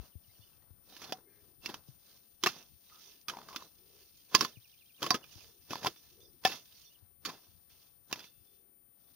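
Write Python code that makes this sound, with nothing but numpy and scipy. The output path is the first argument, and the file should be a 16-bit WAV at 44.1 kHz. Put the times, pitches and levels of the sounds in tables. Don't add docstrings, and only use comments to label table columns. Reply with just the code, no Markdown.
import sys
import numpy as np
from scipy import signal
from scipy.io import wavfile
from scipy.ndimage import uniform_filter1d

SR = 44100
rng = np.random.default_rng(int(sys.argv[2]) if len(sys.argv) > 2 else 0)


def elevation(decibels):
    levels = np.asarray(decibels, float)
    return 10 ** (levels / 20)


def to_wav(s):
    ch = np.atleast_2d(s).T
    pcm = np.round(np.clip(ch, -1, 1) * 32767)
    wavfile.write(sys.argv[1], SR, pcm.astype(np.int16))


N = 403515

# (frequency [Hz], level [dB])
GRIT_COLOUR = [(800, -34), (1800, -17), (2600, -2), (4000, 1.5), (6000, 3.5), (9000, -1.5), (15800, 6.5),
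               (17000, -15.5)]
SWELL_EDGE_DB = -4


def evened(x):
    return x / np.sqrt(np.mean(x ** 2) + 1e-20)


def peaked(x):
    return x / np.sqrt(uniform_filter1d(x ** 2, 130).max() + 1e-20)


def add(mix, start_s, sound):
    part = mix[max(round(start_s * SR), 0):][:len(sound)]
    part += sound[:len(part)]


def coloured(x, hz, db):
    grid_hz = abs(np.fft.fftfreq(4096, 1 / SR))
    log_gain = np.interp(np.log(grid_hz + 1), np.log(hz), db) * np.log(10) / 20
    taps = np.fft.ifft(np.exp(np.conj(signal.hilbert(log_gain)))).real[:2048]
    return signal.oaconvolve(x, taps)[:len(x)]


def ring(x, hz, t60):
    r = np.exp(-np.log(1000) / (t60 * SR))
    turn = 2 * np.pi * hz / SR
    return signal.lfilter([np.sin(turn)], [1, -2 * r * np.cos(turn), r * r], x)


def grains(size, spread_db):
    strength = elevation(spread_db * np.minimum(rng.exponential(1, size), 4))
    return evened(rng.standard_normal(size) * strength)


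def patchy(x, depth_db):
    hz, t, z = signal.stft(x, nperseg=512, noverlap=384)
    across_hz = uniform_filter1d(rng.standard_normal(z.shape), 5, -2)
    patches = evened(uniform_filter1d(across_hz, 28, -1))
    swelling = signal.istft(z * elevation(depth_db * patches), nperseg=512, noverlap=384)[1]
    return evened(swelling[..., :N])


def ground(x):
    taps = np.zeros((2, 700))
    at = rng.integers(6, 700, (2, 24))
    echoes = rng.choice([-1., 1.], at.shape) * elevation(-13 - 60 * at / SR / 0.061)
    np.put_along_axis(taps, at, echoes, 1)
    taps = signal.lfilter(*signal.butter(2, 1700, "high", fs=SR), taps)
    taps[:, 0] = 1
    return signal.oaconvolve(x[None], taps, axes=1)[:, :len(x)]


def hiss():
    # (frequency [Hz], left level [dB per Hz], right level [dB per Hz])
    densities = [(28, -108, -118), (77, -91.5, -108), (395, -105, -110), (980, -115, -117),
                 (3000, -120, -121), (6800, -128, -121), (8513, -141, -132), (9040, -116, -127),
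                 (10300, -112, -125), (10800, -119, -123), (12900, -117, -121), (13300, -107, -121),
                 (16100, -110, -121), (15600, -150, -155)]
    # (time [s], level [dB])
    wind = [(0.1, -76), (0.3, -77), (1.4, -81.5), (1.8, -71), (2.25, -86.5), (2.66, -76), (2.88, -85.5),
            (4.56, -81), (4.71, -86), (5.76, -74), (5.99, -83), (6.46, -76), (6.59, -82), (7.44, -82),
            (7.84, -84.5), (9.1, -88.5)]
    hz, *ports_db = np.transpose(densities)
    out = np.array([coloured(rng.standard_normal(N), hz, db) * np.sqrt(SR / 2) for db in ports_db])
    low = signal.lfilter(*signal.butter(2, 250, fs=SR), out)
    lumps = elevation(3.5 * evened(uniform_filter1d(rng.standard_normal((2, N)), 3000)) + 7.5)
    wind_db = np.interp(np.arange(N) / SR, *np.transpose(wind))
    lumps = lumps * elevation(.8 * (wind_db + 74.5))
    return out + low * (lumps - 1)


def whine():
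    # (frequency [Hz], rms level [dB])
    lines = [
        (4762, -100),
        (9524, -67.5),
        (14287, -63),
    ]
    drift = evened(uniform_filter1d(rng.standard_normal((2, N)), 1500))
    turn = 2 * np.pi * np.cumsum(1 + 0.00051 * drift[0]) / SR
    return sum(elevation(db + 3 + .6 * drift[1]) * np.sin(hz * turn) for hz, db in lines)


def bumps():
    # (time [s], peak level [dB], frequency [Hz])
    gusts = [
        (0.147, -47.5, 81.5),
        (0.271, -66.5, 97),
        (0.385, -59.5, 103),
        (0.699, -56.5, 83),
        (1.878, -53, 129),
        (4.563, -54.5, 111),
        (5.35, -56, 91.5),
        (7.017, -60.5, 94),
    ]
    # (peak level [dB], frequency [Hz], decay [s])
    dying_gust = (-31, 53, 0.011)
    out, t, rise_s = np.zeros(N), np.arange(3500) / SR, .007
    for s, db, hz in gusts:
        swing = np.sin(2 * np.pi * hz * (t + 0.007 * (1 - np.exp(-t / 0.0013))))
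        push = (t / rise_s) * np.exp(1 - t / rise_s)
        add(out, s + 0.00676, elevation(db + 10.5) * swing * push)
    db, hz, decay_s = dying_gust
    add(out, 0, -elevation(db) * np.cos(2 * np.pi * hz * t) * np.exp(-t / decay_s))
    return out


def birds():
    # (start [s], end [s], from [Hz], to [Hz], level [dB])
    trill = [
        (0., .016, 3020, 3330, -0.5),
        (.014, .022, 3300, 4250, -5),
        (.021, .031, 4200, 3000, -2),
        (.034, .046, 2950, 2700, 0),
        (.043, .058, 2750, 2250, 0),
    ]
    chip = [
        (0., .01, 3330, 3150, -2),
        (.007, .024, 3200, 2650, 0),
    ]
    rise = [
        (0., .014, 2850, 2760, -3),
        (.01, .034, 2760, 3080, 0),
    ]
    pip = [
        (0., .013, 5780, 5450, 0),
    ]
    # (time [s], level [dB])
    trills = [(4.521, -62), (4.607, -63.5), (4.691, -65), (4.773, -65.5), (4.856, -65.5), (4.941, -63.5)]
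    endings = [(4.111, -73.5), (4.236, -72.5), (5.194, -56.5), (5.278, -59.5), (5.36, -60.5)]
    chips = [(0., -74), (.113, -72), (.233, -74), (.35, -71), (.463, -73), (6.595, -70), (6.71, -67),
             (6.826, -67), (6.942, -67)]
    rises = [(.035, -74), (.415, -68), (6.897, -70)]
    pips = [(.268, -78), (.314, -75), (.43, -80), (.472, -78), (.592, -79), (4.64, -67)]
    song = ((trill, trills), (trill[-2:], endings), (chip, chips), (rise, rises), (pip, pips))
    out = np.zeros(N)
    for strokes, times in song:
        for s, db in times:
            for t0, t1, from_hz, to_hz, stroke_db in strokes:
                hz = np.linspace(from_hz, to_hz, round((t1 - t0) * SR)) * rng.uniform(.985, 1.015)
                fade = np.hanning(len(hz)) ** .7
                level = elevation(db + stroke_db + 4.5 + rng.normal(0, 1.5))
                add(out, s + t0, level * fade * np.sin(2 * np.pi * np.cumsum(hz) / SR))
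    bushes = rng.standard_normal(5000) * elevation(-35 - 60 * np.arange(5000) / SR / .15)
    bushes[0] = 1
    return signal.oaconvolve(out, bushes)[:N]


def sweeps():
    # (middle [s], half length [s], rms level [dB], frequency [Hz])
    swings = [
        (1.331, 0.22, -70.5, 375.5),
        (3.108, 0.071, -74.5, 405),
        (3.933, 0.13, -71.5, 421.6),
        (5.483, 0.12, -73.5, 426.6),
        (6.234, 0.093, -66, 412.3),
        (8.581, 0.14, -77, 417.4),
    ]
    blur_hz, arch = 70, 0.32
    out, t = np.zeros(N), np.arange(-SR // 2, SR // 2) / SR
    r = np.exp(-2 * np.pi * blur_hz / SR)
    for middle, half, db, hz in swings:
        air = signal.lfilter([1], [1, -2 * r, r * r], [1, 1j] @ rng.standard_normal((2, len(t))))
        away = (t / half) ** 2
        glide_hz = hz * (1 - arch * np.minimum(away, 2) / 2)
        turn = np.exp(2j * np.pi * np.cumsum(glide_hz) / SR)
        add(out, middle - .5, evened((air * turn).real) * elevation(db + SWELL_EDGE_DB * away))
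    return out


def ticks():
    # (time [s], level [dB])
    snaps = [
        (.041, -58),
        (0.623, -64),
        (2.809, -58),
        (3.214, -49),
        (5.445, -41.5),
        (6.205, -50.5),
        (6.99, -58.5),
        (7.755, -64.5),
        (7.845, -67),
    ]
    out, t = np.zeros(N), np.arange(300) / SR
    for s, db in snaps:
        snap = rng.standard_normal(len(t)) * elevation(-60 * t / 0.0062)
        add(out, s, elevation(db) * peaked(coloured(snap, *np.transpose(GRIT_COLOUR))))
    return out


def rattles():
    # (start [s], length [s], frequency [Hz], rms level [dB])
    rubs = [(.33, .06, 4450, -77), (.365, .03, 5450, -73), (.405, .04, 4450, -70), (.4, .06, 3480, -71),
            (.525, .03, 2620, -75), (.615, .012, 1900, -78), (.5, .06, 3100, -84), (.54, .1, 5600, -86),
            (.33, .1, 5700, -76), (.37, .05, 6100, -78), (.9, .015, 350, -66), (1.28, .15, 2360, -82),
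            (1.25, .2, 1660, -84), (1.27, .17, 1780, -84), (1.24, .18, 2100, -84), (1.3, .15, 1920, -85),
            (1.04, .015, 4300, -60), (4.17, .05, 3200, -74), (4.36, .05, 2690, -56), (5.96, .05, 5700, -68),
            (5.96, .06, 4950, -73), (6.21, .05, 3680, -70), (6.21, .03, 6100, -70), (6.5, .05, 3680, -56),
            (6.76, .025, 5450, -67), (6.85, .05, 3480, -71), (8.19, .11, 3500, -66), (8.26, .05, 3750, -72),
            (8.52, .05, 4450, -82), (1.615, .045, 2690, -63), (2.55, .09, 2690, -66),
            (2.86, .06, 3850, -72), (2.9, .11, 1290, -69), (3.3, .16, 950, -66), (3.48, .16, 1120, -62),
            (5.61, .05, 5100, -74), (5.955, .04, 3480, -68), (6.205, .06, 3500, -68), (6.21, .1, 4950, -68),
            (6.225, .08, 5700, -69),
            (6.47, .08, 2690, -54), (6.74, .04, 5700, -64), (6.74, .08, 4450, -67),
              (6.835, .07, 5700, -63), (6.85, .05, 4450, -70), (6.85, .05, 3600, -70),
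              (.88, .12, 3750, -66), (.92, .06, 3000, -69), (.92, .06, 5600, -68), (.91, .06, 4050, -70),
              (.44, .07, 4950, -79), (.28, .05, 3900, -77), (.3, .05, 4950, -76), (8.23, .03, 4100, -70),
              (8.235, .03, 5900, -70), (8.15, .14, 2700, -66), (8.26, .09, 2700, -79),
              (8.33, .1, 2700, -83), (8.3, .15, 3480, -82), (8.44, .18, 3500, -80), (8.39, .09, 4920, -84),
              (8.525, .04, 5600, -80), (7.28, .07, 850, -64), (.29, .03, 2100, -78), (9.03, .12, 3480, -85)]
    out = np.zeros(N)
    for s, length_s, hz, db in rubs:
        size = round(length_s * SR)
        fade = signal.windows.tukey(size, .4) * elevation(np.linspace(3, -6, size))
        patter = np.append(grains(size, 3.0) * fade, np.zeros(3000))
        shorter = min(hz / 2700, 1)
        sung = ring(ring(patter, hz, t60=.036 * shorter), hz, t60=.005 * shorter)
        add(out, s, elevation(db) * sung / np.std(sung[:size]))
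    return out


def blade(x, damping):
    # (frequency [Hz], level [dB], t60 [s])
    modes = [(1755, -6, .3), (2090, -9, .35), (2690, 1, .22), (3300, -4, .2), (3490, 2, .3),
             (3680, -2, .25), (3850, -1, .2), (4455, 1, .3), (4945, 3, .3), (5300, -4, .15), (5480, -4, .2),
             (5700, 1, .4), (6250, -5, .1)]
    return sum(elevation(db) * ring(x, hz, t60 * damping) / np.sqrt(t60) for hz, db, t60 in modes)


def motion():
    # (start [s], hold [s], grit level [dB], loose soil [dB re grit])
    ploughs = [(0.0, 0.062, -61, -5), (1.01, 0.065, -52, -5), (1.073, 0.084, -60.5, 2),
               (1.648, 0.012, -47, -8), (1.69, 0.051, -55.5, 2), (2.459, 0.0099, -38.5, -6.5),
               (2.532, 0.076, -54, -6), (3.303, 0.018, -53.5, 2), (3.37, 0.079, -59.5, -0.5),
               (3.485, .15, -53.5, -5.5), (4.335, 0.11, -41.5, -6.5), (5.034, 0.013, -39, -4),
               (5.112, 0.024, -46.5, 3), (5.712, .015, -42, -10), (5.742, 0.058, -51, -3.5),
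               (5.839, 0.0095, -40, -5.5), (6.467, 0.032, -39.5, -6), (6.513, 0.025, -44, -10),
               (7.271, 0.008, -45.5, -4), (7.336, 0.13, -64.5, -10), (7.7, 0.17, -63.5, -14.5),
               (7.285, 0.035, -59, 5), (8.113, 0.085, -53, -3), (8.228, .018, -55.5, -16)]
    # (middle [s], half length [s], grit level [dB], loose soil [dB re grit])
    rustles = [(0.375, 0.17, -68, -10), (.62, 0.21, -76.5, -1), (0.96, 0.055, -54.5, -10),
               (1.44, 0.1, -69.5, -7), (1.904, 0.074, -67.5, -9), (2.118, 0.077, -61, -13),
               (2.296, .09, -73, -12), (2.685, 0.14, -68.5, -19), (3.03, 0.1, -55.5, -16),
               (3.803, 0.19, -67.5, -14), (3.995, 0.065, -61.5, -19.5), (4.195, .12, -64, -25),
               (4.707, 0.3, -67, -33), (5.375, 0.1, -55, -14), (5.65, 0.039, -64.5, -18.5),
               (6.033, 0.099, -61.5, -14.5), (6.223, 0.08, -68.5, -11), (6.372, .07, -73, -10),
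               (6.777, 0.1, -59, -20), (7.021, 0.076, -76, -2.5), (7.55, 0.12, -70.5, -12),
               (8.003, 0.16, -78, -4.5), (8.45, 0.12, -71.5, -14), (9.122, .1, -70.5, -7)]
    enter_db_per_s, leave_db_per_s, soil_leaves_faster = 596.5, 213, 1.2
    ring_share, entry_share, entry_s = .31, .3, .04
    t = np.arange(0, N + 64, 64)[:, None] / SR
    start, hold, grit_db, soil_db = np.transpose(ploughs)
    enter = enter_db_per_s * np.maximum(start - t, 0)
    leave = leave_db_per_s * np.maximum(t - start - hold, 0)
    middle, half, leaf_db, crumb_db = np.transpose(rustles)
    swell_db = leaf_db + SWELL_EDGE_DB * ((t - middle) / half) ** 2
    plough_soil_db = grit_db + soil_db - enter - soil_leaves_faster * leave
    grit = elevation(np.hstack([grit_db - enter - leave, swell_db]))
    soil = elevation(np.hstack([plough_soil_db, swell_db + crumb_db]))
    share = ring_share + entry_share * np.exp(-((t - start) / entry_s) ** 2).max(1)
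    curves = np.linalg.norm(grit, axis=1), np.linalg.norm(soil, axis=1), np.clip(share, 0, .95)
    return [np.interp(np.arange(N) / SR, t[:, 0], curve) for curve in curves]


def drag():
    # (frequency [Hz], level [dB])
    soil_colour = [(60, -11.5), (150, -2.5), (350, -5), (700, -11), (1200, -13), (1800, -16), (3000, -29)]
    grit, loose, share = motion()
    flutter = elevation(2.4 * evened(uniform_filter1d(rng.standard_normal((2, N)), 350)))
    level = flutter[0] * grit * elevation(4.5)
    leaves = [evened(coloured(grains(N, 1.5), *np.transpose(GRIT_COLOUR))) for _ in range(3)]
    leaves = patchy(np.array(leaves), depth_db=2.4)
    leaves = 0.66 * leaves[0] + 0.83 * leaves[1:]
    unit = np.std(blade(grains(SR, 1.5), damping=.33))
    rung = blade(grains(N, 2.5) * level * share, damping=.33) / unit
    soil = evened(coloured(grains(N, 1.3), *np.transpose(soil_colour)))
    soil = soil * flutter[1] * loose * elevation(-0.5)
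    near = elevation(-6.0) * rung + soil + rattles() + ticks() + sweeps()
    return leaves * level * np.sqrt(1 - share ** 2) + ground(near)


def clangs():
    # (time [s], frequency [Hz], peak level [dB], t60 [s])
    struck = [(1.123, 3520, -40, .018), (1.124, 750, -41, .09), (6.4512, 762, -20.5, .065),
              (7.252, 1180, -42, .03), (7.256, 6900, -30, .03), (6.52, 2690, -43, .07),
              (7.256, 4450, -34, .06), (1.659, 5120, -36, .018), (1.659, 2704, -34, .05),
              (2.462, 750, -34.5, .05), (2.462, 1766, -30, .045), (2.465, 2676, -25, .05),
              (2.463, 5394, -31, .03), (4.351, 4540, -17, .022), (4.349, 4870, -13.5, .025),
              (4.348, 1710, -36, .04), (4.349, 6190, -20, .016), (4.409, 3830, -31, .04),
              (4.35, 1050, -27, .045), (4.447, 1050, -40, .05), (2.437, 360, -37, .045),
              (2.462, 360, -35, .05), (4.408, 4580, -25, .03), (4.447, 4550, -36.5, .04),
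              (5.105, 734, -32.5, .06), (5.105, 3900, -26, .035), (5.106, 4640, -21.5, 0.034),
              (5.113, 1038, -37, 0.11), (5.041, 1103, -40.5, .08), (5.105, 4947, -27, .05),
              (5.106, 5560, -34, .05), (5.144, 2830, -35, .02), (5.859, 1040, -33, .04),
              (6.451, 1764, -28, .045), (6.453, 2640, -30, .09), (6.451, 3510, -22, .04),
              (6.452, 5100, -31.5, .06), (6.472, 4980, -31.5, .05), (8.128, 2748, -31, .025),
              (8.128, 4830, -37, .015)]
    out, t = np.zeros((2, N)), np.arange(3000) / SR
    for s, hz, db, t60 in struck:
        strike = grains(len(t), 3.0) * elevation(-60 * t / .012)
        clang = peaked(ring(ring(strike, hz, t60), hz, t60=max(.003, 9 / hz)))
        for port, heard in zip(out, ground(elevation(db) * clang)):
            add(port, s, heard)
    return out


def blows():
    # (frequency [Hz], level [dB])
    crunch_colour = [(150, -30), (600, -16.5), (1000, -6), (1500, -3), (2100, -4), (3000, 0.5), (4800, 2),
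                     (6400, 1.5), (9000, 3.5), (12000, -3), (15500, 5.5)]
    # (time [s], crunch peak [dB], knock [dB re crunch], knock [Hz])
    bites = [(1.1223, -22.5, -3, 727), (1.6591, -24, -19, 1120), (1.742, -27, -6.5, 1050),
             (2.4364, -12.5, -17.5, 940), (2.4606, -16, -6, 1160), (2.4693, -13.5, -4, 1130),
             (3.2965, -25.5, -6, 1270), (3.3358, -43, 4, 910), (3.347, -48, 4, 950),
             (3.5606, -22.5, -14, 1162), (3.528, -39, -6, 1000), (3.545, -43, 1, 1150),
             (4.3486, -3, -13, 1033), (4.4088, -11, -10, 1060), (4.4473, -22.5, -9.5, 1063),
             (5.0278, -19.5, -10.5, 990), (5.8592, -24.5, -1, 1110), (5.878, -34, -7, 1200),
             (2.428, -36, -15, 960), (5.1050, -11, -6, 1100), (5.2396, -40.5, -12, 1228),
             (5.8685, -17, -10, 740), (5.9607, -44.5, -25.5, 720), (6.4373, -35, -21, 1360),
             (6.4722, -22, -22.5, 859), (7.7013, -53, -26.5, 1230), (8.112, -35.5, -10.5, 1020),
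             (8.158, -33.5, -15, 910), (0.9655, -36, -16, 1050), (5.063, -24, -10, 1100),
             (7.2585, -27, -20, 1100), (7.298, -36, -4, 1100), (8.138, -33, -12, 1000),
             (8.203, -38, -20, 900), (8.2415, -40, -34, 926), (8.27, -53, -32, 926)]
    # (time [s], crunch peak [dB], knock [dB re crunch], knock [Hz])
    thumps = [(0.9226, -50.5, -7, 774), (1.6895, -34, -8, 1000), (1.697, -37, -5, 820),
              (1.0935, -41.5, -7, 747), (4.344, -21, -4, 1146), (4.4217, -24, -12.5, 1120),
              (5.019, -29.5, -5, 1275), (5.0629, -28, -5.5, 1096), (5.1425, -22, -5.5, 1263),
              (5.7059, -28, -18, 1190), (5.8631, -23, -6, 1332), (5.716, -36.5, -18, 900),
              (5.039, -30.5, -7, 1120)]
    # (time [s], crunch peak [dB], knock [dB re crunch], knock [Hz])
    tears = [(1.0174, -33, -22, 760), (1.041, -36, -16, 780), (2.4874, -28, -14, 1234),
             (2.8954, -50.5, -32.5, 1290), (3.2826, -23.5, -10, 1208), (5.8295, -34, -21, 1146),
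             (6.4495, -13, -14, 1030), (6.5176, -31, -13.5, 820), (7.2505, -24, -19, 1175),
             (7.2894, -35, -8, 1023), (7.3394, -49, -7, 885), (8.1916, -37, -24, 835)]
    # (time [s], crunch peak [dB], knock [dB re crunch], knock [Hz])
    taps = [(8.1274, -16, -15, 920), (3.3692, -37, 1.5, 885), (3.387, -44, 5.5, 910),
            (3.4155, -43, -2, 1120), (3.4865, -35, -5, 1090), (3.6214, -46, 5.5, 1069),
            (3.613, -53, 3, 1100), (5.028, -22, -13, 990), (5.7324, -27, 2.5, 1010),
            (5.7553, -28, -1.5, 1000), (5.8466, -24, 0, 950)]
    # (blows, thud [dB re crunch], t60 [s], brightness [dB per dB of strength], rise [s])
    kinds = [(bites, -14, .03, .3, .0007), (thumps, -1., 0.065, 0.31, .0018),
             (tears, -16.5, 0.085, .03, .001), (taps, -13, .01, .2, .0004)]
    out, t = np.zeros((2, N)), np.arange(4800) / SR
    hz, colour_db = np.transpose(crunch_colour)
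    bright_band = np.exp(-(np.log(hz / 5800) / 0.34) ** 2)
    for events, thud_db, t60, brightness, rise_s in kinds:
        for s, db, knock_db, knock_hz in events:
            shape = elevation(-60 * t / t60) + 1.8 * elevation(-60 * t / .009)
            burst = grains(len(t), 3.8) * (1 - np.exp(-t / rise_s)) * shape
            bright_db = brightness * (db + 21.0) * bright_band
            crunch = peaked(coloured(burst, hz, colour_db + bright_db))
            steel = peaked(blade(burst, damping=0.11))
            thud = ring(burst, 340, t60=.022) + .5 * ring(burst, 230, t60=.015)
            thud = peaked(thud + .6 * ring(burst, 430, t60=.022))
            knock = ring(burst * elevation(-60 * t / .02), knock_hz, t60=.75 * t60)
            knock = peaked(ring(knock, knock_hz, t60=.004))
            parts = 2.33 * crunch + 0.39 * steel + elevation(thud_db) * thud + elevation(knock_db) * knock
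            for port, heard in zip(out, ground(elevation(db - 8.0) * parts)):
                add(port, s, heard)
    return out


def scene():
    # (frequency [Hz], left level [dB], right level [dB])
    port_colours = [(27.5, -24, -27), (136, -2.5, -8.5), (1020, 3.5, .5), (2330, -3, -2),
                    (3640, -6.5, -1.5), (4230, -14.5, -0.5), (6070, -22, -1), (6814, -23, -7),
                    (8220, -30.5, -25), (10000, -16, -15), (11300, -9.5, -14.5), (14000, -19.5, -17.5),
                    (14900, -16, -28), (16300, -11, -26)]
    hz, *ports_db = np.transpose(port_colours)
    field = blows() + clangs() + drag() + birds() * elevation([[-8], [3]])
    heard = np.array([coloured(x, hz, db) for x, db in zip(field, ports_db)])
    return heard + hiss() + bumps() * elevation([[0], [-28]]) + whine() * elevation([[0], [-34]])


def roll_off(x):
    return signal.sosfilt(signal.butter(12, 16820, fs=SR, output="sos"), x)


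def record(dry):
    edge = signal.firwin(1201, 15820, window=("kaiser", 6), fs=SR)
    wide_edge = signal.firwin(301, 16600, window=("kaiser", 6), fs=SR)
    limited = signal.oaconvolve(dry, edge[None], "same", axes=1)
    wide = signal.oaconvolve(dry, wide_edge[None], "same", axes=1)
    loud = np.clip(uniform_filter1d(abs(dry), 200) / .03, 0, 1) ** 2
    mix = limited + elevation(-30) * loud * (wide - limited)
    return roll_off(mix)


dry = scene()
out = record(dry)
to_wav(out)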